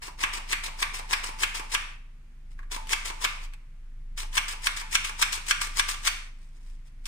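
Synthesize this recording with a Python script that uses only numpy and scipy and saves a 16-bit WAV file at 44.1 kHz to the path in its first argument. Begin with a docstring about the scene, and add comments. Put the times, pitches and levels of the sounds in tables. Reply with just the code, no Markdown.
"""A plastic flour sifter is squeezed in three bursts over a steel mixing bowl in a small kitchen.
Each squeeze drags the blades over the wire mesh, ever faster, until the trigger knocks on its stop;
a spring pulls them back with a softer scrape. The knock brightens as the flour runs out.
Bowl and room ring on, over a low hum; a noise suppressor cuts the quiet tails short."""
import sys
import numpy as np
from scipy import signal
from scipy.fft import rfft, irfft, next_fast_len
from scipy.io import wavfile
from scipy.ndimage import uniform_filter1d, map_coordinates

SR = 44100
rng = np.random.default_rng(int(sys.argv[2]) if len(sys.argv) > 2 else 0)


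def transcribe(signal):
    """Save signal, clipped to [-1, 1], as a 16-bit WAV file at the path in sys.argv[1]."""
    frames = np.atleast_2d(signal).T
    limited = np.clip(frames, -1, 1)
    pcm = np.round(limited * 32767).astype(np.int16)
    wavfile.write(sys.argv[1], SR, pcm)


N = 311787


def amp(db):
    """Turn decibels into a gain."""
    return 10 ** (np.asarray(db) / 20)


def unit(x):
    """Scale a sound to an average (rms) level of 1."""
    return x / np.sqrt(np.mean(x ** 2) + 1e-20)


def clock(seconds):
    """The time of each sample."""
    return np.arange(int(seconds * SR)) / SR


def along(points, hz):
    """Read between (Hz, value) rows, with octaves evenly spaced."""
    f, v = np.transpose(points)
    return np.interp(np.log(hz + 1), np.log(f + 1), v)


def curve(rows):
    """Join (seconds, value) rows into one value per sample."""
    return np.interp(np.arange(N) / SR, *np.transpose(rows))


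def wobble(rate):
    """A smooth curve through `rate` random points a second."""
    return map_coordinates(rng.standard_normal(int(N * rate / SR) + 4), [np.arange(N) * rate / SR])


def swell(s, db, attack, release, hold=0):
    """A gain that reaches db at time s, holds and fades, moving 20 dB per attack or release time."""
    start = max(int((s - 2 * attack) * SR), 0)
    end = min(int((s + hold + 2 * release) * SR), N)
    t = np.arange(start, end) / SR - s
    gain = np.zeros(N)
    gain[start:end] = amp(db - 20 * np.maximum(0, np.maximum(-t / attack, (t - hold) / release)))
    return gain


def filtered(x, response):
    """Multiply each frequency in x by response(hz)."""
    n = x.shape[-1]
    m = next_fast_len(n + 8192)
    return irfft(rfft(x, m) * response(np.fft.rfftfreq(m, 1 / SR)), m)[..., :n]


def shaped(x, colour):
    """Give x a tone colour made of (Hz, dB) rows."""
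    return filtered(x, lambda hz: amp(along(colour, hz)))


def add(track, s, sound):
    """Mix a sound in at time s."""
    part = track[..., max(round(s * SR), 0):][..., :sound.shape[-1]]
    part += sound[..., :part.shape[-1]]


def resonate(x, tones):
    """Let x ring a set of tones, in stereo. A ring time (t60) is the time to fade by 60 dB."""
    t = clock(.7)
    ring = sum(amp(db - 60 * t / t60) * np.sin(2 * np.pi * (hz * t + rng.random((2, 1))))
               for hz, db, t60 in tones)
    ring = unit(ring) / np.sqrt(len(t))
    return signal.fftconvolve(np.atleast_2d(x), ring, axes=1)[:, :N]


# A deep throb. Each row: time in seconds, level in dB.
THROB_LEVELS = [(0.0, -48.5), (0.35, -39.5), (1.83, -40), (2.3, -47), (2.62, -36.5), (3.31, -40.5),
                (3.48, -34.5), (3.6, -44.5), (4.31, -33.5), (4.39, -39), (5.55, -41), (5.71, -36),
                (6.61, -43.5), (6.71, -36), (6.91, -46.5), (7.07, -35.5)]
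# A steady hum. Each row: pitch in Hz, level in dB.
HUM_TONES = [(49.5, -59.5), (136, -67), (236, -75.5)]
# Still air with a faint high whine. Each row: frequency in Hz, relative level in dB.
AIR_COLOUR = [(20, -8), (50, 1), (95, -8), (140, -5), (190, -12.5), (300, -17), (550, -22.5), (1100, -19.5),
              (2200, -18.5), (4000, -28.5), (8900, -32.5), (9500, -29), (10200, -38.5), (15000, -39)]

def background():
    """The room throbs, hums and hisses softly; the bass is the same on both sides."""
    def tone(hz, drift):
        return np.sqrt(2) * np.sin(2 * np.pi * hz * np.arange(N) / SR + drift * wobble(4.3))
    throb = amp(curve(THROB_LEVELS)) * tone(hz=26.3, drift=.3)
    hum = sum(amp(db + 2.5 * wobble(7)) * tone(hz, drift=1.4) for hz, db in HUM_TONES)
    mid = shaped(rng.standard_normal(N), AIR_COLOUR)
    side = filtered(rng.standard_normal(N),
                    lambda hz: amp(along(AIR_COLOUR, hz)) * hz ** 2 / (hz ** 2 + 300 ** 2))
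    air = amp(-59) * np.array([mid + side, mid - side]) / np.std(mid)
    return throb + hum + air


# The rumble of the working hand. Each row: frequency in Hz, relative level in dB.
HAND_COLOUR = [(20, -14.5), (55, -1.5), (90, -7), (140, -11.5), (230, -16.5), (400, -23), (1000, -69)]

def hand(sifter):
    """Working the trigger shakes up a soft rumble that follows the sifter's loudness."""
    effort = np.sqrt(np.abs(uniform_filter1d(np.abs(sifter), size=9000)))
    rumble = shaped(rng.standard_normal(N), HAND_COLOUR)
    return amp(-60.5) * unit(effort) * unit(rumble)


# Flour leaves the cup. Each row: time in seconds, emptiness from 0 (full) to 1 (empty).
EMPTINESS = [(0, 0), (1.8, 0.2), (3.2, 0.2), (4.6, 0.86), (6.1, 1)]

def emptiness_at(s):
    """How empty the cup is at time s."""
    return np.interp(s, *np.transpose(EMPTINESS))


def lightened(x, edge_hz, loss_db):
    """With less flour weighing on it, the cup loses its low tones."""
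    lows = filtered(x, lambda hz: 1 / (1 + (hz / edge_hz) ** 8))
    return x + lows * (amp(-loss_db * curve(EMPTINESS)) - 1)


# The tone colour of the wire mesh. Each row: frequency in Hz, relative level in dB.
MESH_COLOUR = [(60, -54.5), (400, -9), (620, -16), (800, -9.5), (980, -0.5), (1400, -11), (2400, -1.5),
               (3300, -7), (3900, -6.5), (5200, -6.5), (7000, -10.5), (8100, -8.5), (9500, -11),
               (10800, -20), (15000, -21.5)]

def mesh_grit(spike_db, grain_rate):
    """Mesh wires make countless tiny snaps of uneven size; the treble is scaled to level 1."""
    snaps = rng.standard_normal(N) * amp(spike_db * wobble(grain_rate))
    grit = shaped(snaps, MESH_COLOUR)
    return grit / np.std(filtered(grit, lambda hz: hz > 4000))


# The trigger is let go. Each row: start in seconds, time it gets home in seconds,
# level of the blades' first spurt in dB, level of the landing in dB.
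RETURNS = [(.02, 0.081, -46.5, -41), (0.327, 0.382, -35, -41.5), (0.629, 0.682, -36, -39.5),
           (0.934, .996, -36, -39.5), (1.23, 1.291, -36.5, -38.5), (1.541, 1.597, -34, -34.5),
           (2.709, 2.763, -37.5, -35.5), (3.045, 3.102, -34.5, -37), (4.17, 4.231, -38.5, -41.5),
           (4.477, 4.534, -36.5, -37.5), (4.762, 4.814, -36.5, -36.5), (5.038, 5.096, -35, -34),
           (5.319, 5.377, -29.5, -38.5), (5.607, 5.673, -28, -42.5), (5.88, 5.943, -29.5, -36.5),
           (7.056, 7.11, -51, -42)]
# The trigger is squeezed. Each row: time it hits the stop in seconds, rasp in dB, knock in dB.
PULLS = [(0.2369, -30, -19.5), (0.5301, -27, -21.5), (0.8274, -29, -20), (1.134, -27.5, -20),
         (1.434, -24, -19.5), (1.7487, -26.5, -20), (2.9314, -26, -20.5), (3.2485, -26.5, -21),
         (4.3787, -27, -20.5), (4.67, -27.5, -17.5), (4.9532, -24, -17), (5.226, -24, -18.5),
         (5.5102, -25, -17), (5.7971, -24, -19), (6.078, -24, -23.5)]

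def blades():
    """The blades scrape over the mesh, louder the faster they move."""
    pull, back = np.zeros(N), np.zeros(N)
    for s, home, spurt_db, _ in RETURNS:  # they spurt, catch once, then coast home
        back += swell(s + .01, spurt_db, attack=.01, release=.02)
        back += swell(s + .034, spurt_db - 8.5, attack=.012, release=.012)
        back += swell(s + .0062, db=-44.5, attack=.0062, release=.011, hold=home - s - .0062)
    for s, rasp_db, _ in PULLS:  # they break loose, then rasp into the stop
        loose_db = -37 + .5 * emptiness_at(s)  # louder on bare mesh
        pull += swell(s - .023, loose_db, attack=.03, release=.011)
        pull += swell(s - .0024, rasp_db, attack=.02, release=.009, hold=.0024)
    speed = amp(-.72) * pull + amp(-1.5) * back
    grit = mesh_grit(spike_db=3.5, grain_rate=1700)
    roughness = amp(1.8 * wobble(170))
    scrape = speed * grit * roughness
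    # flour packed on the mesh muffles its hiss
    hiss = filtered(scrape, lambda hz: hz ** 2 / (hz ** 2 + 3800 ** 2))
    return scrape + hiss * (amp(-2.5 + 2.7 * curve(EMPTINESS)) - 1)


# The tones of the plastic cup. Each row: pitch in Hz, ring time in seconds,
# relative level in dB when full, the same when empty.
CUP_TONES = [(290, .025, -15, -41), (442, 0.054, -30.5, -20.5), (960, 0.009, -13, -26),
             (1115, 0.051, -4.5, -4.5), (1230, 0.014, -13.5, -4), (1636, 0.029, -3, 2.5),
             (2000, 0.0087, 2.5, -19.5), (2270, 0.025, 2, 6), (2610, 0.049, -5, -4),
             (3035, 0.0096, 0.5, 1.5), (3555, 0.013, -4, 3.5), (4406, 0.021, -14, -6),
             (5710, 0.014, -17.5, 0), (7270, .01, -23, -10.5)]

def cup_hit(s, crack_db, crack_t60, rise_s):
    """One hit on the cup: a short crack, and a ring that depends on the flour left at time s."""
    t, empty = clock(.08), emptiness_at(s)
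    ring = np.zeros(len(t))
    for k, (hz, t60, full_db, empty_db) in enumerate(CUP_TONES):
        db = full_db + empty * (empty_db - full_db) + rng.normal(0, .62)
        pitch = hz * (1 + rng.normal(0, .0031))
        direction = (-1) ** k  # neighbouring tones start opposite ways
        ring += direction * amp(db - 60 * t / t60) * np.sin(2 * np.pi * pitch * t)
    ring *= 1 - np.exp(-t / rise_s)
    ring /= np.std(ring[:265])  # level 1 over the first 6 ms
    crack = unit(shaped(rng.standard_normal(len(t)), MESH_COLOUR))
    return ring + crack * amp(crack_db - 60 * t / crack_t60)


# Faint clicks, including sharp high ones just before some knocks.
# Each row: start in seconds, level in dB, treble boost or cut in dB.
FAINT_CLICKS = [(0.0203, -40.5, -8), (.192, -42, -3), (1.389, -50, 6), (2.591, -41, -18), (2.63, -43, -20),
                (2.871, -55, 12.5), (2.893, -37.5, 4.5), (3.536, -46, -0.5), (4.33, -50, 6.5),
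                (5.465, -51.5, 11), (7.056, -52, 17.5)]
# The landing is duller than the knock. Each row: frequency in Hz, boost or cut in dB.
LANDING_COLOUR = [(400, 13), (700, 12.5), (1000, 7), (1500, -1), (4000, -5.5)]

def trigger_and_clicks():
    """The trigger knocks, chatters, takes up slack and taps home; faint clicks sound in between."""
    hits = np.zeros(N)
    for s, _, knock_db in PULLS:
        add(hits, s, amp(knock_db) * cup_hit(s, crack_db=-2, crack_t60=.007, rise_s=.00016))
        chatter_s = s + rng.uniform(.002, .003)
        chatter = cup_hit(s, crack_db=-3, crack_t60=.0073, rise_s=.00047)
        add(hits, chatter_s, amp(knock_db - 13.5) * chatter)
    for s, home, spurt_db, landing_db in RETURNS:
        slack_db = spurt_db - 11 + 10 * emptiness_at(s)
        add(hits, s + .01, amp(slack_db) * cup_hit(s, crack_db=7, crack_t60=.015, rise_s=.00045))
        tap = cup_hit(s, crack_db=6.5, crack_t60=.014, rise_s=.0005)
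        add(hits, home, amp(landing_db) * shaped(tap, LANDING_COLOUR))
    for s, db, treble_db in FAINT_CLICKS:
        click = cup_hit(s, crack_db=7.5, crack_t60=.0099, rise_s=.00091)
        add(hits, s, amp(db) * shaped(click, [(1800, 0), (3000, treble_db)]))
    # so small a cup gives off little bass
    return filtered(hits, lambda hz: hz ** 2 / (hz ** 2 + 200 ** 2))


# A ring near 900 Hz. Each row: pitch in Hz, relative level in dB, ring time in seconds.
RING_TONES = [(885, 0, .15), (935, 0, .13), (985, -3, .09)]

def short_ring(scrape):
    """A short ring follows scrapes and landings; a higher one takes over as the cup empties."""
    buzz, t = np.zeros(N), clock(.15)
    for _, home, _, landing_db in RETURNS:
        add(buzz, home, amp(landing_db - 60 * t / .36) * rng.standard_normal(len(t)))
    empty = curve(EMPTINESS)
    high_share = empty ** 6  # stays small until the cup is nearly empty
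    low_drive = amp(-2.5 - 1.5 * empty) * (1 - high_share) * (buzz + amp(-18) * scrape)
    high_drive = amp(-13.5) * high_share * scrape
    high_tones = [(hz * 1.18, db, t60 * .25) for hz, db, t60 in RING_TONES]
    return resonate(low_drive, RING_TONES) + resonate(high_drive, high_tones)


# The tones of the steel bowl. Each row: pitch in Hz, relative level in dB, ring time in seconds.
BOWL_TONES = [(1177, 1, 0.6), (1290, -8, .4), (1347, 3, .35), (1415, 8, 0.29), (1710, 5, 0.28),
              (1853, 3, 0.88), (2173, -1, .34), (2260, -2, 0.2), (2510, -6.5, 0.18), (2760, 2, 0.6),
              (2806, -3, 0.55), (3000, 3, 0.33), (3203, 1, 0.45), (3530, -10.5, .3), (4590, -4, 0.26),
              (4900, -6, 0.38)]

def bowl(sifter):
    """The sifter's sound sets the bowl below it ringing."""
    return amp(-15) * resonate(sifter, BOWL_TONES)


def left_first(x, lag_s):
    """Direct sound reaches the left microphone before the right."""
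    return filtered(x, lambda hz: np.exp(1j * np.pi * hz * lag_s * np.array([[1], [-1]])))


# Where the mesh is heard. Each row: frequency in Hz, left level minus right level in dB.
MESH_BALANCE = [(300, -1), (900, 15), (1400, -1), (2400, -1), (7000, 10.5), (8200, 16), (9600, -17.5),
                (11000, 2)]

def lean(x):
    """Some frequencies lean to the left, others to the right."""
    return filtered(x, lambda hz: amp(along(MESH_BALANCE, hz) * np.array([[.5], [-.5]])))


def echoes(x, t60s, colour, build_up_s):
    """Countless echoes blur into stereo noise; each frequency band fades at its own speed."""
    hz, t, spectrum = signal.stft(x, SR, nperseg=256)
    age = t[:300]
    decay = amp(-60 * age / along(t60s, hz)[:, None]) ** 2 * (1 - np.exp(-age / build_up_s))
    decay /= decay.sum(axis=1, keepdims=True)
    energy = np.abs(signal.fftconvolve(np.abs(spectrum) ** 2, decay, axes=1)[:, :len(t)])
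    noise = signal.stft(rng.standard_normal((2, N)), SR, nperseg=256)[2]
    gain = np.sqrt(energy) * amp(along(colour, hz))[:, None] / np.std(noise)
    return signal.istft(noise * gain, SR, nperseg=256)[1][:, :N]


# How long the kitchen echoes. Each row: frequency in Hz, ring time in seconds.
ROOM_RING_TIMES = [(200, 0.44), (700, 0.78), (1170, 0.79), (1450, 0.56), (2600, 0.71), (4000, 0.6),
                   (10000, 0.5), (15000, 0.26)]
# How loud it echoes. Each row: frequency in Hz, relative level in dB.
ROOM_COLOUR = [(200, -13), (700, -4.5), (1150, -4), (1450, -1), (2200, -3.5), (2750, -4), (3250, -5),
               (9000, -3.5), (14000, -5.5)]

def kitchen(sifter):
    """The bowl's walls scatter the sound at once, then the room answers; both ease as the cup empties."""
    sound = sifter * amp(-1.2 * curve(EMPTINESS))
    bowl_walls = echoes(sound, t60s=[(1000, .084), (3000, .041), (8000, .027)],
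                        colour=[(500, -12.5), (1500, -6), (8000, 1)], build_up_s=.002)
    return bowl_walls + echoes(sound, ROOM_RING_TIMES, ROOM_COLOUR, build_up_s=.0043)


# Soft rustles. Each row: peak time in seconds, relative level in dB, fade time in seconds.
RUSTLES = [(2.52, -54.5, .03), (3.436, -46.5, 0.044), (6.42, -58, 0.19), (6.57, -63, 0.047),
           (6.681, -54.5, 0.15), (6.872, -52.5, 0.029), (7.028, -63.5, .08)]

def rustles():
    """Soft, short, gritty rustles come between and after the bursts."""
    loudness = sum(swell(s, db, fade, fade) for s, db, fade in RUSTLES)
    return amp(-5.5) * loudness * mesh_grit(spike_db=4.5, grain_rate=480)


def scene():
    """The sifter up close, all that it sets ringing, and the room's background."""
    scrape = lightened(blades(), edge_hz=1000, loss_db=8)
    knocks = lightened(trigger_and_clicks(), edge_hz=900, loss_db=4)
    rustle = rustles()
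    sifter = lightened(scrape + knocks + rustle, edge_hz=1060, loss_db=1)
    direct = lean(left_first(scrape + rustle, lag_s=.0005864)) + left_first(knocks, lag_s=.000651)
    return direct + bowl(sifter) + short_ring(scrape) + kitchen(sifter) + hand(sifter) + background()


def noise_suppressor(x, threshold_db, depth_db, knee_db):
    """Everything above the bass is turned down whenever it gets quiet."""
    upper = filtered(x, lambda hz: hz ** 4 / (hz ** 4 + 350 ** 4))
    power = uniform_filter1d(np.mean(upper ** 2, axis=0), size=1300)
    level_db = 10 * np.log10(np.abs(power) + 1e-12)
    closed = (1 - np.tanh((level_db - threshold_db) / knee_db)) / 2
    return x + upper * (amp(-depth_db * closed) - 1)


def record(dry):
    """Quiet tails are turned down, then all above 15700 Hz is cut away."""
    quiet = noise_suppressor(dry, threshold_db=-49, depth_db=7.5, knee_db=3.5)
    return filtered(quiet, lambda hz: np.clip((15700 - hz) / 500, 0, 1))


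dry = scene()
out = record(dry)
transcribe(out)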